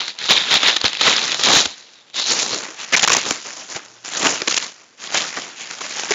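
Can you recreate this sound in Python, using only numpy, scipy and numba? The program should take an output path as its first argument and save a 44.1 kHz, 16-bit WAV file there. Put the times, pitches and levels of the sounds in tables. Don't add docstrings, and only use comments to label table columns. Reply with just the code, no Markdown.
import sys
import numpy as np
from scipy import signal
from scipy.fft import rfft, irfft
from scipy.io import wavfile
from scipy.ndimage import uniform_filter1d, map_coordinates
from numba import njit

SR = 44100
rng = np.random.default_rng(int(sys.argv[2]) if len(sys.argv) > 2 else 0)


def wrap_up_sound(samples):
    columns = np.atleast_2d(samples).T
    tamed = np.clip(columns, -1, 1)
    steps = np.round(tamed * 32767).astype(np.int16)
    wavfile.write(sys.argv[1], SR, steps)


N = 270774


def undb(db):
    return 10 ** (np.asarray(db) / 20)


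def level(x, db):
    return x * undb(db) / np.sqrt(np.mean(x ** 2))


def curves(table, s):
    at, *columns = np.transpose(table)
    return [np.interp(s, at, c) for c in columns]


def colour(table, hz):
    at, db = np.transpose(table)
    return np.interp(np.log(hz), np.log(at), db)


def wander(rate):
    hold = int(SR / rate)
    steps = np.repeat(rng.standard_normal(N // hold + 1), hold)
    return 1.2 * uniform_filter1d(steps, hold)[:N]


@njit
def ring(start, hz, cycles, size):
    out = np.zeros(N)
    for k in range(len(start)):
        decay = np.log(1000) * hz[k] / (SR * cycles)
        pole = np.exp(-decay + 2j * np.pi * hz[k] / SR)
        phasor = size[k] + 0j
        for i in range(start[k], min(N, start[k] + int(5.8 / decay))):
            out[i] += phasor.imag
            phasor *= pole
    return out


# (frequency [Hz], gain [dB])
CREASE_EQ = [(60, -39.5), (130, -27.5), (300, -5), (1000, -1.5), (2500, 0.5), (4900, -2.5), (6500, 1),
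             (7600, 0.5)]
# (time [s], gain at 6.6 kHz [dB])
WRAP_BRIGHTNESS = [(0.0, -6.5), (1.0, -6), (1.25, -2), (1.6, 4), (2.05, 0), (2.3, 6), (2.6, 4.5),
                   (2.9, 0.5), (3.2, 1), (3.45, 4), (4.3, 2.5), (5.1, -1), (5.4, 2)]


def snaps(s, db, bass_db, bass_hz, lift_db, chance, cycles, spread_db):
    pitch_draw, size_draw, sign_draw = chance[:, :3].T
    hz = 60 * (7600 / 60) ** (pitch_draw ** .6)
    low_shelf = bass_db / (1 + (hz / bass_hz) ** 2)
    top_bell = curves(WRAP_BRIGHTNESS, s)[0] * np.exp(-(np.log(hz / 6600) / .25) ** 2)
    tone_db = colour(CREASE_EQ, hz) + low_shelf + top_bell + lift_db(hz)
    accent_db = -spread_db * np.log(size_draw)
    crowding = pitch_draw ** (1 / .6 - 1) + .01
    size = hz / 3000 / np.sqrt(crowding) * undb(db + tone_db + accent_db)
    start = np.clip(s * SR, 0, N - 1).astype(np.int64)
    return ring(start, hz, cycles, size * np.sign(sign_draw - .5))


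def crease_pops(per_s=130, decay_ms=.87, top_db=10):
    when, strength = rng.random((int(per_s * N / SR), 2)).T
    spikes = np.zeros(N)
    spikes[(when * N).astype(int)] = undb(2 * top_db * np.sqrt(strength))
    extra_power = signal.lfilter([1], [1, -np.exp(-1000 / (decay_ms * SR))], spikes)
    return 10 * np.log10(1 + extra_power)


def bead_clicks(per_s=70, size_db=16, spread_db=2.5):
    when, sign, size = rng.random((int(per_s * N / SR), 3)).T
    out = np.zeros(N)
    out[(when * N).astype(int)] = np.sign(sign - .5) * undb(size_db - spread_db * np.log(size))
    return out


# (start [s], level [dB], attack [s], time to fade 20 dB [s], bass shelf [dB])
GRABS = [(0, -24, .002, .15, -9), (.05, -27, .045, .04, -11), (.184, -29, .003, .2, -13),
         (.19, -22, .06, 0.25, -13.5), (.28, -15.5, 0.04, .6, -10), (.45, -10.5, .11, .045, -6),
         (0.601, -10.5, .068, 0.146, -8), (.79, -22, .085, .09, -10), (.91, -27.5, .025, .4, -14),
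         (.98, -7.5, 0.096, 0.1968, -6), (1.17, -19, .07, .4, -1.5), (1.27, -19, .05, .13, -4),
         (1.37, -7, .19, .1, 7), (2.13, -24.5, .04, 0.36, -4.5), (2.24, -19, .075, .33, 5),
         (2.32, -21.5, .07, .22, 10), (2.49, -24, .05, .2, 12), (2.58, -30, .07, .03, 8),
         (2.73, -27, .08, .6, -10), (2.9, -20.5, .1, 0.43, -12.5), (3.09, -14, .025, 0.2051, -2),
         (3.21, -18, 0.08, 0.13, 2.5), (3.43, -28.5, 0.028, 0.25, 2.5), (3.53, -30, .075, .09, 2),
         (3.675, -28, .04, .12, 2), (3.72, -26, .045, .035, 7), (4.036, -27.5, 0.017, 0.55, -8.5),
         (4.06, -15.5, 0.22, .22, 3), (4.48, -18.5, 0.067, 0.1458, -13.5), (4.59, -21, 0.035, .09, -11.5),
         (4.97, -27, 0.064, .5, -3.5), (5.1, -13, .068, 0.19, -9.5), (5.32, -26, 0.048, .3, 7),
         (5.545, -29, .04, .6, -5), (5.66, -30, .06, .4, -5), (5.8, -26, .012, .9, -10),
         (5.87, -23, .11, .3, -10), (6.03, -17.5, .11, .1, -8)]


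def hands(settle_db=-39, settle_fade_s=.7, settle_bass_db=6):
    start, db, attack, fade, bass_db = np.transpose(GRABS)[:, :, None]
    s = np.arange(0, N / SR + .002, .002)
    rise = np.clip((s - start) / attack, 0, 1) ** 1.18
    since_peak = np.maximum(s - start - attack, 0)
    grab = (rise * undb(db - 20 * since_peak / fade)) ** 2
    tail_db = settle_db + .2 * db
    settle = (rise * undb(tail_db - 20 * since_peak / settle_fade_s)) ** 2
    power = (grab + settle).sum(axis=0) + 1e-12
    bass = (grab * bass_db + settle * settle_bass_db).sum(axis=0) / power
    return [np.interp(np.arange(N) / SR, s, lane) for lane in (np.sqrt(power), bass)]


def rustle(count=70000):
    chance = rng.random((count, 4))
    at = (chance[:, 3] * N).astype(int)
    clumps_db = .63 * wander(90) + crease_pops()
    patches = np.array([wander(22)[at] for _ in range(10)])

    def patch_db(hz):
        return 2.72 * map_coordinates(patches, [hz / 850, np.arange(count)], order=1, mode="nearest")

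    gain, bass_db = hands()
    creases = snaps(at / SR, clumps_db[at], bass_db[at], bass_hz=650, lift_db=patch_db,
                    chance=chance, cycles=14, spread_db=1.5)
    return (level(creases, 0) + bead_clicks()) * gain


# (time [s], boost [dB], pitch [Hz])
AIR_POCKET = [(0.0, 16, 3950), (.4, 10, 3680), (1.0, 12, 3750), (1.25, 6, 3800), (1.55, 11, 3850),
              (1.9, 10, 4050), (2.1, 10, 3600), (2.2, 18, 3800), (2.3, 11, 4250), (2.38, 3, 3600),
              (2.54, 11, 4200), (2.67, 0, 4000)]


def air_pocket(x, width_hz=665):
    db, hz = curves(AIR_POCKET, np.arange(N) / SR)
    carrier = np.exp(2j * np.pi * np.cumsum(hz) / SR)
    lowpass = signal.butter(1, width_hz / 2, fs=SR, output="sos")
    band = 2 * (signal.sosfilt(lowpass, x / carrier) * carrier).real
    return x + (undb(db) - 1) * band


# (frequency [Hz], gain [dB])
ROOM_EQ = [(50, -17), (120, 4), (1400, 1), (7600, -5.5)]


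def room_tone(db=-53):
    hz = np.maximum(np.arange(N // 2 + 1) * SR / N, 1)
    spectrum = rfft(rng.standard_normal(N)) * undb(colour(ROOM_EQ, hz))
    return level(irfft(spectrum, N), db)


# (time [s], relative level [dB], relative bass [dB], length [ms], body pitch [Hz])
FOLDS = [(0.08, -17, -20, 3, 4000), (0.2898, -6, -25, 2.3, 3550), (0.2952, -7, -15, 8, 3550),
         (0.306, -5, -9.5, 22, 3550), (0.3645, -8, -27, 2.46, 3480), (0.5262, -11, -5.5, 7.0, 3740),
         (0.6309, -9, -4, 4.4, 3590), (0.6813, -9.5, -9.5, 18.5, 3900), (0.7017, -5, -26, 1.5, 3500),
         (0.7645, -9, -19, 9, 3580), (0.814, -11, -28, 1.8, 4230), (0.8414, -12, 5, 3.9, 3400),
         (0.8508, -9, -19, 18, 3760), (0.8805, -11, -25, 2, 3700), (0.931, -14.5, -30, 3.1, 3650),
         (0.944, -20, -25, 2, 3800), (0.951, -21, -25, 2, 2500), (0.9709, -15, -33, 2.2, 3500),
         (1.01, -7.5, -12.5, 8.9, 3800), (1.0765, -12, 9.5, 7.5, 2060), (1.1639, -9, -34, 5.04, 4400),
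         (1.3178, -9, -20, 2.5, 3700), (1.3445, -11, -15, 2.5, 3600), (1.3936, -14, -6, 1.75, 3620),
         (1.4354, -7, -17, 3.1, 3800), (1.458, -6, -16, 1.6, 3550), (1.6555, -16, 0, 7, 3760),
         (2.1863, -25, -19, 21.5, 3980), (2.42, -20, -4, 4.6, 6250), (2.5305, -22, 7, 2.86, 415),
         (2.9243, -13, -15, 8, 1980), (2.932, -8.5, -13.5, 25, 2200), (2.9645, -8, -25, 2, 6300),
         (2.969, -9, -20, 16, 1000), (2.9945, -10, -17.0, 4.5, 3140), (3.0224, -19, -27, 4.0, 6300),
         (3.0291, -4.5, -21.5, 22.6, 870), (3.0756, -4, -11, 4.8, 1020), (3.0824, -5.5, -18, 3.5, 2050),
         (3.0957, -8, -15, 1.5, 6300), (3.1005, -7, -6, 6, 980), (3.1192, -4.5, -20, 4.2, 2610),
         (3.1307, -12, -10, 12, 6300), (3.1486, -8, -9, 4, 1080), (3.1666, -10.5, 5, 4.8, 6250),
         (3.1818, -15.5, -5, 2.4, 970), (3.2629, -20, 8, 2.2, 400), (3.3078, -9, -5, 4, 308),
         (3.7596, -26.5, 1, 11.8, 990), (4.1688, -22, -9, 9.2, 6350), (4.2278, -17, 10, 5.4, 300),
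         (4.248, -10, 5, 4, 2550), (4.2547, -14, 10, 10, 1330), (4.2665, -10, -5, 8, 2800),
         (4.418, -9, -6, 2.5, 367), (4.4751, -9.5, -9, 10.8, 382), (4.4956, -22, -23, 10, 6350),
         (4.509, -13, -22, 11.6, 1250), (4.523, -12, -33, 5.4, 2960), (4.543, -9, -34, 2.44, 4500),
         (4.5658, -11.5, -30, 5.8, 3740), (4.5754, -8, -54, 9.6, 2650), (5.1032, -26, -8, 3.5, 2680),
         (5.1441, -11, -8, 5, 900), (5.1535, -18.5, -2, 7.2, 2080), (5.3696, -27.5, 7, 23, 1740),
         (5.71, -18, -13, 2.6, 1210), (5.8078, -27, -4, 15.4, 1100), (5.9951, -16, -26, 2.7, 2680),
         (6.0341, -20.5, 4, 2.9, 2440), (6.107, -13, -1, 10.5, 391), (6.1188, -13, -4, 5.45, 1710)]


def fold_cracks(count=120):
    s, db, bass_db, ms, body_hz = (np.repeat(column, count) for column in np.transpose(FOLDS))
    chance = rng.random((len(s), 4))
    progress = chance[:, 3]
    onset_s = s + .9 * progress * ms / 1000
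    crease_db = db + 10 * np.log10(ms / count) + 9 - 5.5 * progress

    def body_db(hz):
        return 10.5 * np.exp(-(np.log(hz / body_hz) / .18) ** 2)

    return snaps(onset_s, crease_db, bass_db + 5.5, bass_hz=1080, lift_db=body_db,
                 chance=chance, cycles=16.4, spread_db=.93)


# (time [s], level [dB], pitch [Hz])
BUMPS = [(0.841, -19, 102), (1.08, -21.5, 150), (1.563, -11.5, 141), (1.66, -31, 80), (2.31, -33, 200),
         (2.53, -27, 150), (3.311, -13, 310), (3.755, -29, 140)]


def bumps(cycles=7):
    s, db, hz = np.transpose(BUMPS)
    return ring((s * SR).astype(np.int64), hz, cycles, undb(db))


def hum(hz=118, db=-63, start_s=3.83, end_s=4.25, fade_s=.04):
    s = np.arange(N) / SR
    gate = np.clip(np.minimum(s - start_s, end_s - s) / fade_s, 0, 1)
    return np.sqrt(2) * undb(db) * gate * np.sin(2 * np.pi * hz * s)


def scene():
    packing = air_pocket(rustle()) + fold_cracks()
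    low_cut = signal.butter(3, 150, "high", fs=SR, output="sos")
    return (signal.sosfilt(low_cut, packing) + bumps() + room_tone() + hum())[None]


def record(dry, sampling_hz=16000, mirror_db=-25, ceiling=.72, knee=14):
    saturated = .69 * np.tanh(dry / .84)
    narrow = signal.sosfilt(signal.ellip(8, .5, 70, 7230, fs=SR, output="sos"), saturated)
    narrow = signal.sosfilt(signal.butter(1, 60, "high", fs=SR, output="sos"), narrow)
    mirror = saturated * np.cos(2 * np.pi * sampling_hz * np.arange(N) / SR)
    mirror = signal.sosfilt(signal.butter(4, [8450, 9000], "band", fs=SR, output="sos"), mirror)
    mix = narrow + undb(mirror_db) * mirror
    clipped = mix / (1 + np.abs(mix / ceiling) ** knee) ** (1 / knee)
    high_cut = signal.ellip(8, .1, 45, 15850, fs=SR, output="sos")
    return signal.sosfiltfilt(high_cut, clipped)


dry = scene()
out = record(dry)
wrap_up_sound(out)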